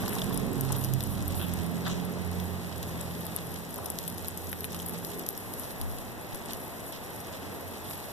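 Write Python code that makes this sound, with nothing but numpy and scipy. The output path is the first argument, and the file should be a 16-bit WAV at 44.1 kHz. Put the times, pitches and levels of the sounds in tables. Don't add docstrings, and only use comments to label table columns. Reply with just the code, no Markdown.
import sys
import numpy as np
from scipy import signal
from scipy.fft import rfft, irfft, next_fast_len
from scipy.io import wavfile

SR = 44100
rng = np.random.default_rng(int(sys.argv[2]) if len(sys.argv) > 2 else 0)


def store_wav(level_fs):
    pcm = np.round(np.clip(np.atleast_2d(level_fs), -1, 1) * 32767)
    wavfile.write(sys.argv[1], SR, pcm.T.astype(np.int16))


N = 358091

# (time [s], strength [dB], body vs crack [dB], crack pitch [Hz], crush time [s])
FLAKES = [(0.0811, -12, 1, 12000, 0.00018), (0.0933, -12.5, -24, 11900, 0.00038),
          (0.1329, -14, -19, 11300, 0.0005), (0.1521, -15, -2, 10900, 0.00048),
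          (0.2424, -14, -13, 11000, 0.00027), (0.3337, -16, -15, 11800, 0.00018),
          (0.3429, -12, -21, 11700, 0.0016), (0.3753, -6, -6, 10500, 0.00016),
          (0.5297, -17, -16, 12500, 0.0012), (0.6097, -6, -7.5, 11200, 0.00022),
          (0.7207, -6, -17, 11400, 0.0012), (0.7261, -12, 1, 11600, 0.0005),
          (0.7651, -16, -24, 11700, 0.00026), (0.8378, -12, 0, 11300, 0.0018),
          (0.8468, -7, -5.5, 12200, 0.000091), (0.9366, -8, -16, 12200, 0.00043),
          (1.0062, -13, -11, 11700, 0.0003), (1.0275, -14, -17, 11500, 0.0005),
          (1.0368, -10, -24, 10900, 0.0009), (1.2799, -8, -22, 11500, 0.0001),
          (1.3523, -18, -24, 11500, 0.00034), (1.4237, -18, -19, 11700, 0.0014),
          (1.5367, -11.5, -22, 11600, 0.0005), (1.664, -17, -9, 10700, 0.0002),
          (1.8793, -21.0, -8, 11300, 0.0014), (2.0505, -17, -13, 11500, 0.00037),
          (2.3139, -20.5, -24, 11100, 0.00067), (2.3999, -20, 1, 11600, 0.0014),
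          (2.78, -18.5, -17, 11500, 0.0005), (2.8282, -15.5, 1, 11200, 0.00072),
          (3.0107, -12.5, -26, 10600, 0.00066), (3.2068, -19.0, -12, 11600, 0.0006),
          (3.2512, -17, -13, 11600, 0.0017), (3.2659, -12.5, -9, 11900, 0.00036),
          (3.3631, -4, -15, 11100, 0.0002), (3.3675, -23, -24, 11800, 0.0012),
          (3.4687, -19, -21, 11900, 0.00027), (3.4923, -28, -12, 11600, 0.0007),
          (3.5173, -21, -24, 11400, 0.0008), (3.5416, -17, -4, 11400, 0.00027),
          (3.7413, -14, -9, 11400, 0.0009), (3.7593, -18, -24, 12100, 0.0002),
          (3.7801, -17, -24, 11700, 0.0007), (3.8573, -9.5, -3, 11100, 0.002),
          (3.9016, -6, -16, 11000, 0.00031), (3.9875, -11, -6, 11000, 0.00055),
          (4.0783, -6, -14, 12000, 0.00007), (4.1004, -16.5, -2, 12000, 0.00018),
          (4.1433, -21, -24, 11600, 0.0002), (4.1815, -14, -4, 11300, 0.00033),
          (4.2832, -7, -22, 12400, 0.0001), (4.3745, -12.0, -24, 11600, 0.0001),
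          (4.5184, -22, -14, 11500, 0.00071), (4.5289, -12.5, -14, 12000, 0.00026),
          (4.607, -12, -11, 11800, 0.0002), (4.6428, -11.5, -19, 11600, 0.00052),
          (4.6506, -13.0, -24, 11700, 0.0006), (4.7996, -18, -18, 11700, 0.00023),
          (4.8607, -12.0, -12, 11800, 0.0017), (4.8859, -13, -20, 11700, 0.0002),
          (4.8936, -14, -14, 11800, 0.001), (5.0483, -11.5, -2, 11400, 0.00026),
          (5.055, -27, -24, 11500, 0.0002), (5.193, -14, -6, 11900, 0.0011),
          (5.2636, -13.5, 0, 11400, 0.0012), (5.2885, -3.5, -7, 12000, 0.00016),
          (5.3057, -18, -7, 11900, 0.0004), (5.3767, -12, -9, 11400, 0.00025),
          (5.5363, -13, -4, 11700, 0.0014), (5.5964, -11.0, -24, 12000, 0.00028),
          (5.8135, -11.5, -2, 10800, 0.00055), (5.9853, -18, 0, 10300, 0.00038),
          (6.2114, -23, -24, 10900, 0.0006), (6.3457, -15.5, -3, 10500, 0.0018),
          (6.3567, -18, -17, 10900, 0.00046), (6.4587, -18, -12.5, 9800, 0.00033),
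          (6.5332, -11, -2.5, 11700, 0.00042), (6.8652, -20, -16, 11300, 0.0004),
          (6.9227, -17.5, -16, 10700, 0.0013), (7.2042, -21.5, -15, 11300, 0.00054),
          (7.9334, -18.5, -7, 11000, 0.0014)]
# (time [s], strength [dB], leaf pitch [Hz], ring time [s], pan [dB])
DROPS = [(.1525, -19, 5800, .0008, 6), (.1922, -17, 3100, .0007, -6), (.2183, -11.5, 3700, .0009, -12),
         (.7255, -13, 5700, .0018, 5), (.9366, -15.5, 5900, .001, 8), (1.006, -15.5, 3400, .0005, 8),
         (1.2248, -20, 5500, .001, 6), (1.999, -21, 2780, .001, -10), (2.3986, -22, 3400, .001, -6),
         (2.829, -19, 3700, .001, 12), (3.9865, -11, 4500, .0014, 12), (4.4705, -22, 5800, .001, 6),
         (4.5291, -14, 2000, .0009, 12), (4.643, -13, 2600, .0006, 12), (4.79, -22, 5900, .001, 6),
         (4.7995, -22.5, 3200, .001, -4)]
# (pitch ratio, level [dB])
LEAF_MODES = [(.68, -30), (1, 22), (1.42, -11)]
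# (time [s], gain [dB])
CLOSENESS = [(0, -1.5), (.25, -1), (.5, -5), (1, -2.5), (2.1, -6), (3.2, -2.5), (4, -2.5), (4.9, -2.5),
             (5.7, -0.5), (6.12, -4.5), (6.3, -3.5), (7.45, -2.5), (7.6, -4.5), (8.12, 0)]
# (frequency [Hz], density [dB])
HISS_SPECTRUM = [(1500, -27), (5000, -10.5), (8500, -6), (10000, -5), (11300, 6), (12300, -0.5),
                 (13200, -5), (14100, 2), (14600, -82), (16000, -47)]
# (time [s], level [dB])
TICK_LEVEL = [(0, -50.5), (1, -54.5), (2.1, -55), (3, -60.5), (3.9, -52), (4.9, -49.5), (5.7, -53.5),
              (6.1, -57), (8.12, -55)]
# (frequency [Hz], level [dB])
TICK_PITCHES = [(5900, -0.5), (9800, -5.5), (11400, -1.5), (13000, -10.5)]
# (frequency [Hz], gain [dB])
TICK_SPECTRUM = [(1500, -22), (5000, -6.5), (8500, -4), (11800, 6.5), (14000, -8), (14700, -49)]
# (time [s], level [dB])
PATTER_LEVEL = [(0, -49), (.5, -53), (2, -53.5), (3.5, -55), (6.2, -57), (8.12, -55.5)]
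# (frequency [Hz], density [dB])
PATTER_SPECTRUM = [(600, 13.5), (1500, 3.5), (2500, 6), (4000, 8.5), (6500, 3.5), (9000, 5.5), (14000, -25)]

# (time [s], strength [dB], pitch [Hz])
CRUNCHES = [(.035, -18, 1000), (.077, -20, 1150), (.126, -19, 1850), (.165, -17, 750), (.22, -14, 600),
            (.307, -18, 1050), (.703, -17, 900), (3.786, -19.5, 930)]
# (time [s], length [s], level [dB], low edge [Hz], high edge [Hz])
RUSTLES = [(.088, 0.17, -50, 1400, 2600), (.09, 0.18, -45, 9000, 12700), (0.68, 0.19, -48, 400, 1200),
           (0.75, 0.15, -42.5, 9750, 12900), (1.09, .1, -45, 9500, 12900),
           (1.345, 0.16, -41.5, 10000, 12900), (1.389, 0.1, -44, 2460, 3540),
           (1.39, 0.085, -47, 1010, 2070), (1.854, 0.064, -39, 550, 1970), (1.844, 0.13, -41, 2430, 4500),
           (3.75, 0.26, -43.5, 317, 815), (1.864, .14, -45, 4900, 7000), (6.915, 0.1, -49, 2470, 6030),
           (7.4, 0.14, -54, 2500, 6550)]
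# (time [s], length [s], level [dB])
PUFFS = [(1.885, 0.23, -37), (3.918, .12, -44), (5.79, 0.22, -31.5), (6.33, .06, -36)]
# (frequency [Hz], density [dB])
PUFF_SPECTRUM = [(15, -4), (35, -8), (100, -6), (160, -19), (260, -26), (1000, -44), (4000, -95)]

# (time [s], cycle rate [Hz])
NEAR_SPEED = [(0, 43.8), (.5, 45.4), (.9, 43.1), (1.35, 43.6), (1.69, 42.1), (2.07, 44.4), (2.62, 44.5),
              (2.76, 42), (3.6, 42.4), (4.25, 43), (5.3, 42.8)]
# (time [s], level [dB])
FIRST_ORDER = [(0, -55), (.4, -46), (1.35, -46), (2.1, -77), (5.5, -70)]
# (time [s], level [dB])
SECOND_ORDER = [(0, -66), (.75, -49), (1.3, -34), (2.05, -46), (2.28, -34.5), (2.55, -40), (2.85, -46),
                (3.8, -52.5), (4.6, -45.5), (5.5, -64)]
# (time [s], level [dB])
THIRD_ORDER = [(0, -56), (.5, -36), (.95, -30), (1.25, -44.5), (3.2, -49.5), (4.2, -61), (5.5, -67)]
# (time [s], level [dB])
FIRING_ORDER = [(0, -43), (.3, -36), (.8, -47), (1.4, -42), (1.55, -35.5), (1.9, -35), (2.35, -36.5),
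                (2.85, -44.5), (3.1, -41.5), (3.65, -45), (3.85, -53), (4.07, -42), (4.3, -54), (4.58, -54),
                (4.75, -43), (4.95, -40), (5.2, -51), (5.5, -58)]
# (order, relative level [dB])
OVERTONES = [(5, -4), (6, -3), (8, -7)]
# (time [s], level [dB])
OVERTONE_LEVEL = [(0, -51), (.55, -42.5), (1, -54), (1.8, -46), (2.35, -53.5), (2.9, -64), (5.5, -52)]
# (time [s], level [dB])
GROWL_LEVEL = [(0, -45), (.5, -42), (1, -64), (1.8, -47), (2.4, -46), (2.9, -60), (5.5, -47)]
# (time [s], pan [dB])
ENGINE_PAN = [(0, -9.5), (.9, -4), (2.4, -8), (2.9, -0.5), (5, -2.5), (8.12, -4)]
# (time [s], firing rate [Hz])
FAR_SPEED = [(0, 98), (.4, 101), (1.3, 96), (2.8, 92), (8.12, 92)]
# (time [s], level [dB])
FAR_FIRING = [(0, -51.5), (1.2, -41.5), (1.8, -58.5), (4.4, -67), (7, -85), (7.5, -52), (8.12, -65)]
# (time [s], level [dB])
FAR_OCTAVE = [(0, -38), (.6, -49), (1.7, -43), (4.4, -61), (8.12, -66)]
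# (frequency [Hz], density [dB])
RUMBLE_SPECTRUM = [(25, -29), (45, -3), (58, 0), (72, -9.5), (90, 7), (116, 7.5), (150, 0), (232, 7),
                   (310, -3), (410, -3.5), (550, -16), (1200, -24.5), (3000, -63)]

# (time [s], level [dB])
TRAFFIC_LEVEL = [(0, -39), (1, -44), (1.8, -40.5), (3.2, -43), (4.4, -45), (6.4, -42), (8.12, -42.5)]
# (frequency [Hz], density [dB])
TRAFFIC_SPECTRUM = [(25, -13), (55, -4), (90, 2), (200, 3.5), (350, 4), (700, -1.5), (1000, -8.5),
                    (1400, -15.5), (2200, -11), (4000, -35), (9000, -72)]
# (frequency [Hz], level [dB], pan [dB])
WHINE = [(1937, -72.5, 9), (2583, -70.5, -7)]
# (frequency [Hz], side vs mid [dB])
PORT_DIFFERENCE = [(60, -2), (150, -4), (300, -10), (700, -4), (1200, 6.5), (1700, 2.5), (3000, -6.5)]
# (frequency [Hz], gain [dB])
CROSSFEED = [(200, -14.5), (600, -4.5), (1100, 1.5), (3400, 0), (4600, -3.5), (6000, -14.5), (9000, -15.5),
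             (12000, -2), (15000, -12)]

FLAKE_GAIN_DB, BODY_GAIN_DB = 0.5, -3.5
FLAKE_PAN_DB, CRACK_WIDTH_HZ, BODY_HZ = 25, 3000, 5800
SMALL_FLAKES_PER_S, SMALL_FLAKE_DB, SMALL_FLAKE_SPREAD_DB = 20, -22, 1.6
SMALL_BODY_DB, SMALL_CRACK_HZ, SMALL_CRUSH_S = -10, 11400, .0005
SMALL_DROPS_PER_S, SMALL_DROP_DB, SMALL_DROP_SPREAD_DB, SMALL_LEAF_HZ = 24, -25, 1.4, (4800, 8500)
HISS_DB, FLUTTER_HZ, FLUTTER_DB = -47.5, 9, 1.7
FLURRY_HZ, FLURRY_DB = 7.7, 3
NEAR_GONE_S, NEAR_FADE_S, LOW_ORDERS_PAN_DB = 5.57, 0.38, -11.5
GROWL_HZ, GROWL_WIDTH_HZ = 410, 90
FAR_THIRD_DB, RUMBLE_START_DB, RUMBLE_FALL_DB_PER_S = -6, -37.5, 2
PORT_LAG_S, CUTOFF_HZ = .000447, 14900


def close_flakes(rows):
    out = np.zeros((2, N))
    for time_s, strength_db, body_db, crack_hz, crush_s in rows:
        hit = impact(max(crush_s, .00012), spray_s=.0036, spray_db=-7.5)
        crack = resonate(resonate(hit, crack_hz, CRACK_WIDTH_HZ), crack_hz * .88, 2 * CRACK_WIDTH_HZ)
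        body = resonate(hit, BODY_HZ * rng.uniform(.88, 1.15), width_hz=3200)
        body = resonate(body, BODY_HZ, width_hz=6000)
        splat = unit_energy(crack) + from_db(body_db + BODY_GAIN_DB) * unit_energy(body)
        pan_db = rng.normal(FLAKE_PAN_DB, 2)
        add(out, time_s, splat * from_db(strength_db + FLAKE_GAIN_DB) * panned(pan_db))
    return out


def small_flakes():
    samples, busy_db = landings(SMALL_FLAKES_PER_S)
    strength, body, pitch, crush = rng.standard_normal((N, 4)).T
    return [(i / SR, SMALL_FLAKE_DB + .5 * busy_db[i] + SMALL_FLAKE_SPREAD_DB * strength[i],
             SMALL_BODY_DB + 4 * body[i], SMALL_CRACK_HZ + 700 * pitch[i],
             SMALL_CRUSH_S * np.exp(.5 * crush[i])) for i in samples]


def snowfall():
    close_db, tick_db, patter_db = map(in_time, (CLOSENESS, TICK_LEVEL, PATTER_LEVEL))
    flurry = drift(FLURRY_HZ)
    hiss_db = HISS_DB + close_db + FLUTTER_DB * drift(FLUTTER_HZ)
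    hiss = from_db(hiss_db) * noise(HISS_SPECTRUM) * panned(2.1)
    ticks = 0
    for hz, db in TICK_PITCHES:
        hits = shower(per_s=55, spread_db=3.8, ring_s=.0012, pan_db=3.5)
        ticks += from_db(db) * resonate(hits, hz, hz * .16)
    ticks = unit_rms(coloured(ticks, TICK_SPECTRUM))
    patter = unit_rms(coloured(shower(per_s=200, spread_db=2.6, ring_s=.004, pan_db=-4), PATTER_SPECTRUM))
    leaves = from_db(3.5) * noise(PATTER_SPECTRUM) + from_db(close_db + 3.5 + 4.6 * flurry) * patter
    return hiss + from_db(tick_db + FLURRY_DB * flurry) * ticks + from_db(patter_db) * leaves


def leaf_drops(rows):
    out = np.zeros((2, N))
    t = np.arange(1024) / SR
    for time_s, strength_db, hz, ring_s, pan_db in rows:
        modes = sum(from_db(db) * np.sin(2 * np.pi * ratio * hz * t) for ratio, db in LEAF_MODES)
        plink = modes * np.exp(-t / ring_s)
        hit = impact(crush_s=.0004, spray_s=.004, spray_db=-6)
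        splash = resonate(resonate(hit, hz, hz * .8), hz, hz * 1.2)
        tap = from_db(-7) * unit_energy(plink[None]) + from_db(-1) * unit_energy(splash)
        add(out, time_s, tap * from_db(strength_db) * panned(pan_db))
    return out


def small_drops():
    samples, busy_db = landings(SMALL_DROPS_PER_S)
    return [(i / SR, rng.normal(SMALL_DROP_DB + .5 * busy_db[i], SMALL_DROP_SPREAD_DB),
             rng.uniform(*SMALL_LEAF_HZ), .001, rng.normal(0, 7)) for i in samples]


def crunches():
    out = np.zeros((2, N))
    for time_s, strength_db, hz in CRUNCHES:
        hit = impact(crush_s=.0012, spray_s=.005, spray_db=-6)
        crunch = resonate(resonate(hit, hz, hz * .35), hz, hz)
        add(out, time_s, from_db(strength_db) * unit_energy(crunch))
    return out


def rustles():
    crackle = shower(per_s=1200, spread_db=2.2, ring_s=.002, pan_db=0)
    out = np.zeros((2, N))
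    for time_s, length_s, db, low_hz, high_hz in RUSTLES:
        band = signal.butter(2, [low_hz, high_hz], "band", fs=SR, output="sos")
        out += from_db(db) * swell(time_s, length_s) * unit_rms(signal.sosfilt(band, crackle))
    return out


def air_puffs():
    buffet, _ = noise(PUFF_SPECTRUM)
    envelope = sum(from_db(db) * swell(time_s, length_s) for time_s, length_s, db in PUFFS)
    return buffet * envelope * np.array([[1], [-.7]])


def near_engine():
    cycles = np.cumsum(in_time(NEAR_SPEED)) / SR
    gains = [from_db(in_time(curve)) for curve in (FIRST_ORDER, SECOND_ORDER, THIRD_ORDER, FIRING_ORDER)]
    *low, firing = [gain * partial(k * cycles, waver=.3) for k, gain in enumerate(gains, 1)]
    overtones = sum(from_db(db) * partial(k * cycles, waver=1) for k, db in OVERTONES)
    overtones *= from_db(in_time(OVERTONE_LEVEL))
    exhaust = rng.standard_normal(N) * (1 + np.cos(2 * np.pi * 4 * cycles))
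    pipe = resonate(resonate(exhaust, GROWL_HZ, GROWL_WIDTH_HZ), GROWL_HZ, GROWL_WIDTH_HZ)
    growl = from_db(in_time(GROWL_LEVEL)) * unit_rms(pipe)
    upper = (firing + overtones + growl) * panned(in_time(ENGINE_PAN))
    fade = np.clip((NEAR_GONE_S - np.arange(N) / SR) / NEAR_FADE_S, 0, 1)
    return fade * (sum(low) * panned(LOW_ORDERS_PAN_DB) + upper)


def far_engine():
    cycles = np.cumsum(in_time(FAR_SPEED)) / SR
    odd = partial(cycles, waver=1) + from_db(FAR_THIRD_DB) * partial(3 * cycles, waver=.7)
    odd *= from_db(in_time(FAR_FIRING))
    octave = from_db(in_time(FAR_OCTAVE)) * partial(2 * cycles, waver=.45)
    rumble_db = RUMBLE_START_DB + 1.9 * drift(rate_hz=2.4) - RUMBLE_FALL_DB_PER_S * np.arange(N) / SR
    rumble = from_db(rumble_db) * diffuse(RUMBLE_SPECTRUM)
    return (odd + octave + rumble) * panned(in_time(ENGINE_PAN))


def traffic():
    return from_db(in_time(TRAFFIC_LEVEL) + .5 * drift(rate_hz=1)) * diffuse(TRAFFIC_SPECTRUM)


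def whine():
    t = np.arange(N) / SR
    return sum(np.sqrt(2) * from_db(db) * np.sin(2 * np.pi * hz * t) * panned(pan_db)
               for hz, db, pan_db in WHINE)


def landings(peak_per_s):
    tick_db = in_time(TICK_LEVEL)
    busy_db = tick_db - tick_db.max()
    return np.flatnonzero(rng.random(N) < peak_per_s * from_db(busy_db) / SR), busy_db


def impact(crush_s, spray_s, spray_db):
    t = np.arange(1024) / SR
    burst = rng.standard_normal(len(t)) * t * np.exp(-t / crush_s)
    spray = rng.standard_normal((2, len(t))) * rng.exponential(1, len(t)) * np.exp(-t / spray_s)
    return unit_energy(burst[None]) + from_db(spray_db) * unit_energy(spray)


def shower(per_s, spread_db, ring_s, pan_db):
    hits = rng.random(N) < per_s / SR
    power = hits * from_db(spread_db * np.minimum(rng.exponential(1, N), 3.5)) ** 2
    lean = from_db(np.array([[1], [-1]]) * rng.normal(pan_db, .36, N))
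    decaying_power = signal.lfilter([1], [1, -np.exp(-2 / (ring_s * SR))], power * lean + 1e-18)
    return unit_rms(np.sqrt(decaying_power) * rng.standard_normal((2, N)))


def partial(cycles, waver):
    paths = np.array([1 + waver * (drift(6) + 1j * drift(6)) for port in range(2)])
    return np.sqrt(2) * np.real(paths * np.exp(2j * np.pi * (cycles + rng.random())))


def diffuse(spectrum):
    mid, side = noise(spectrum)
    return unit_rms(mid + coloured(side, PORT_DIFFERENCE) * [[1], [-1]])


def aimed(ports):
    return ports - coloured(ports[::-1], CROSSFEED, lag_s=PORT_LAG_S)


def noise(spectrum):
    return unit_rms(coloured(rng.standard_normal((2, N)), spectrum))


def coloured(x, spectrum, lag_s=0):
    size = next_fast_len(N + 4096)
    hz = np.arange(size // 2 + 1) * SR / size
    points_hz, db = np.transpose(spectrum)
    gain = from_db(np.interp(np.log(hz + 1), np.log(points_hz), db))
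    return irfft(rfft(x, size) * gain * np.exp(-2j * np.pi * hz * lag_s), size)[..., :N]


def resonate(x, hz, width_hz):
    r = np.exp(-np.pi * width_hz / SR)
    feedback = [1, -2 * r * np.cos(2 * np.pi * hz / SR), r * r]
    return signal.lfilter(np.array([1, 0, -1]) * (1 - r * r) / 2, feedback, x)


def drift(rate_hz):
    hop, settle = 40, 2000
    r = np.exp(-2 * np.pi * rate_hz * hop / SR)
    slow = signal.lfilter([1], [1, -2 * r, r * r], rng.standard_normal(N // hop + settle + 2))[settle:]
    return np.interp(np.arange(N) / hop, np.arange(len(slow)), unit_rms(slow))


def swell(start_s, length_s):
    age = np.clip((np.arange(N) / SR - start_s) / length_s * 4, 0, 40)
    return age * np.exp(1 - age)


def in_time(curve):
    return np.interp(np.arange(N) / SR, *np.transpose(curve))


def panned(pan_db):
    gains = from_db(np.array([[.5], [-.5]]) * pan_db)
    return gains / np.sqrt(np.mean(gains ** 2, axis=0))


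def add(out, time_s, sound):
    at = np.clip(round(time_s * SR), 0, N)
    out[:, at:at + sound.shape[1]] += sound[:, :N - at]


def from_db(db):
    return 10 ** (np.asarray(db) / 20)


def unit_rms(x):
    return x / np.sqrt(np.mean(x ** 2) + 1e-20)


def unit_energy(x):
    return x / np.sqrt(np.sum(x ** 2, axis=1, keepdims=True))


def scene():
    flakes = close_flakes(FLAKES + small_flakes())
    drops = leaf_drops(DROPS + small_drops())
    near = flakes + drops + crunches() + rustles()
    far = snowfall() + near_engine() + far_engine() + traffic()
    return aimed(near + far) + air_puffs()


def record(dry):
    lowpass = signal.ellip(10, .1, 80, CUTOFF_HZ, fs=SR, output="sos")
    return signal.sosfilt(lowpass, dry + whine())


dry = scene()
out = record(dry)
store_wav(out)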